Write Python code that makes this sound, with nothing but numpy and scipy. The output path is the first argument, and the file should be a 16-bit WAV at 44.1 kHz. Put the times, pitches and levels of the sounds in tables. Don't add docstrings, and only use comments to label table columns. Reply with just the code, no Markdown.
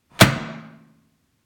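import sys
import numpy as np
from scipy import signal
from scipy.fft import irfft
from scipy.io import wavfile
from scipy.ndimage import minimum_filter1d

SR = 44100
rng = np.random.default_rng(int(sys.argv[2]) if len(sys.argv) > 2 else 0)


def store_wav(level_fs):
    pcm = np.round(np.clip(np.atleast_2d(level_fs), -1, 1) * 32767)
    wavfile.write(sys.argv[1], SR, pcm.T.astype(np.int16))


N = 63945
T = np.arange(N) / SR

# (time [s], level [dB], brightness [dB per octave], treble edge [Hz], ring time [x], panel level [dB])
DOOR_HITS = [(0.1914, -24, 1, 6016, 0.27, -13), (.2000, -25, 0, 17000, 0.38, -14),
             (.2025, -18.5, -1.5, 14000, 0.3, -16), (.2087, -14.5, -3, 18000, .4, -16),
             (.2102, -4.5, 0.76, 13000, 0.49, 2.5), (0.2175, -9, -0.6, 18000, 1.076, -12)]
# (frequency [Hz], relative level [dB])
CLATTER_SPECTRUM = [(30, -28.5), (90, -20.5), (250, -6.5), (520, -7.5), (800, -4.5), (1500, -3), (2200, -2),
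                    (3400, -2.5), (4300, -6.5), (5000, -11.5), (8000, -11), (11000, -15), (17000, -13.5)]
# (frequency [Hz], base ring time [s])
CLATTER_RING_TIMES = [(100, 0.067), (1200, 0.22), (3500, .11), (8000, .1), (16000, .085)]
# (frequency [Hz], level [dB], base ring time [s])
PANEL_TONES = [(438, -21, .4), (648.4, -5, .18), (864.5, -13, 0.31), (950, -20.5, 0.34),
               (1259, -14.5, 0.13), (1307, -14, .2), (1411, -15, 0.22), (1531, -16, 0.25), (1713, -17, .26),
               (1822, -14, 0.28), (2051, -20.5, 0.25), (3020, -20, 0.29), (3274, -17, 0.27),
               (3515, -12, 0.14)]
# (time [s], level [dB])
CABINET_PUSHES = [(0.117, -43.5), (.2192, 2.5), (.2290, -1.5), (0.2641, -15.5), (0.3627, -16.5),
                  (1.369, -64.5)]
# (frequency [Hz], level [dB], ring time [s])
CABINET_TONES = [(40.29, -6.5, .13), (58.38, -14, 0.31), (108, -16, .22), (122.6, -13.5, .18),
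                 (137.17, -12, 0.57), (147.8, -11, 0.17), (177.6, -3, 0.07), (194.7, -17, 0.19),
                 (221, -16.5, .15), (235, -15, 0.27), (290.6, -19, 0.22), (349, -22, 0.067)]
# (frequency [Hz], relative level [dB])
RUB_SPECTRUM = [(30, -7.5), (80, -8.5), (135, 5), (260, -10.5), (600, -6.5), (1200, -7.5), (2500, -15.5),
                (4500, -25), (7000, -29), (10000, -33), (17000, -44.5)]
# (frequency [Hz], width [Hz], boost [dB])
HOOK_PEAKS = [(964, 81, 10.5), (1285.4, 60, 8.5), (2440, 90, 7), (3530, 110, 9), (4340, 120, 6.5),
              (6430, 140, 11), (8400, 140, 9.5), (9200, 140, 15), (12000, 200, 10)]
# (frequency [Hz], ring time [s])
ECHO_RING_TIMES = [(60, .5), (200, 0.92), (500, 0.87), (1500, 0.8074), (3000, 0.7011), (6000, 0.6058),
                   (10000, 0.3123), (16000, 0.36)]
# (frequency [Hz], level [dB])
ECHO_SPECTRUM = [(50, -16), (150, -9.5), (400, -4.5), (1500, -3.7), (3500, -10), (8000, -8.5),
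                 (12000, -14.5), (16000, -15)]
# (frequency [Hz], level [dB], ring time [s])
LINGERING_TONES = [(131, -39.5, 1.3), (159, -23, 1.14), (213, -34, 1.3), (225.3, -21, 1.1), (248, -30, .88),
                   (272, -38, 1.55), (366, -38.5, 1.1), (684, -50, .85), (797, -46, .85), (1070, -46, 1.4),
                   (1670, -38, .75)]
# (frequency [Hz], relative level [dB])
HISS_SPECTRUM = [(15, -29.5), (30, -14.5), (100, -2.5), (180, -12), (270, -10), (450, -21), (1000, -23),
                 (2000, -24), (6000, -28.5), (17000, -34.5)]


def door_hits(attack_s=0.00041):
    clatter, panels = np.zeros((2, N))
    for start_s, db, brightness, edge_hz, stretch, panel_db in DOOR_HITS:
        blow = amp(db) * fade_in(attack_s)
        burst = noise(CLATTER_SPECTRUM,
                      lambda hz: brightness * np.log2(hz + 1) - 10 * np.log10(1 + (hz / edge_hz) ** 4))
        ring_times = [(hz, ring_s * stretch) for hz, ring_s in CLATTER_RING_TIMES]
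        clatter += delayed(blow * die_away(burst, ring_times), start_s)
        panels += delayed(blow * amp(panel_db) * ring(PANEL_TONES, stretch), start_s)
    return clatter, panels


def cabinet_boom(attack_s=0.0018, bass_cut_hz=84):
    boom = fade_in(attack_s) * ring(CABINET_TONES, sign=1)
    bass_cut = signal.butter(2, bass_cut_hz, "high", fs=SR, output="sos")
    boom = signal.sosfilt(bass_cut, boom)
    return sum(delayed(amp(db) * boom, start_s) for start_s, db in CABINET_PUSHES)


def latch_rub(start_s=0.09, end_s=0.26, swell_s=0.087, fade_s=0.01, level_db=-49):
    swell = np.clip((T - start_s) / swell_s, 0, 1) * np.clip((end_s - T) / fade_s, 0, 1)
    scrape = noise(RUB_SPECTRUM,
                   lambda hz: sum(db / (1 + (2 * (hz - f) / width) ** 2) for f, width, db in HOOK_PEAKS))
    return amp(level_db) * swell * scrape


def room_ring(sound, echo_rise_s=0.0062, tone_rise_s=0.08):
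    echo = die_away(rng.standard_normal(N), ECHO_RING_TIMES, ECHO_SPECTRUM)
    echo = echo * fade_in(echo_rise_s) / np.sqrt(SR / 20)
    slam_s = max(CABINET_PUSHES, key=lambda push: push[1])[0]
    tones = fade_in(tone_rise_s) * ring(LINGERING_TONES)
    return signal.fftconvolve(sound, echo)[:N] + delayed(tones, slam_s)


def background_hiss(level_db=-70.5):
    return amp(level_db) * noise(HISS_SPECTRUM)


def amp(db):
    return 10 ** (np.asarray(db) / 20)


def curve(points, hz):
    point_hz, values = np.transpose(points)
    return np.interp(np.log(hz + 1), np.log(point_hz + 1), values)


def delayed(sound, start_s):
    return np.concatenate([np.zeros(round(start_s * SR)), sound])[:N]


def noise(spectrum, extra_db=lambda hz: 0):
    hz = np.fft.rfftfreq(N, 1 / SR)
    phases = np.exp(2j * np.pi * rng.random(len(hz)))
    sound = irfft(phases * amp(curve(spectrum, hz) + extra_db(hz)), N)
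    return sound / sound.std()


def die_away(sound, ring_times, spectrum=None):
    hz, t, bands = signal.stft(sound, SR, nperseg=256)
    db = -60 * t / curve(ring_times, hz)[:, None]
    if spectrum:
        db += curve(spectrum, hz)[:, None]
    return signal.istft(bands * amp(db), SR, nperseg=256)[1][:N]


def ring(tones, stretch=1, sign=-1):
    return sum(sign ** k * amp(db - 60 * T / (ring_s * stretch)) * np.sin(2 * np.pi * hz * T)
               for k, (hz, db, ring_s) in enumerate(tones))


def fade_in(rise_s):
    return 1 - np.exp(-T / rise_s)


def scene():
    clatter, panels = door_hits()
    door = latch_rub() + clatter
    body = panels + cabinet_boom()
    room = room_ring(door + amp(-10) * body)
    return (door + body + room + background_hiss())[None]


def record(dry, threshold_db=-15.5, ratio=2, react_s=0.016, hold_s=0.12, recover_db_per_s=55.5):
    drive_db, clip_hardness, top_hz = 2, 3.6, 17300
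    memory = np.exp(-1 / (react_s * SR))
    smoother = [1 - memory], [1, -memory]
    level_db = 10 * np.log10(signal.lfilter(*smoother, dry[0] ** 2) + 1e-12)
    half_hold = round(hold_s * SR / 2)
    held_db = -minimum_filter1d(-level_db, 2 * half_hold + 1, origin=half_hold, mode="nearest")
    fall_db = T * recover_db_per_s
    sinking_db = np.maximum.accumulate(held_db + fall_db) - fall_db
    excess_db = np.maximum(sinking_db - threshold_db, 0)
    dip_db = signal.lfilter(*smoother, excess_db * (1 - 1 / ratio))
    driven = dry * amp(drive_db - dip_db)
    squashed = driven / (1 + abs(driven) ** clip_hardness) ** (1 / clip_hardness)
    treble_cut = signal.firwin(401, top_hz, window=("kaiser", 8), fs=SR)
    return signal.oaconvolve(squashed, treble_cut[None], "same")


dry = scene()
out = record(dry)
store_wav(out)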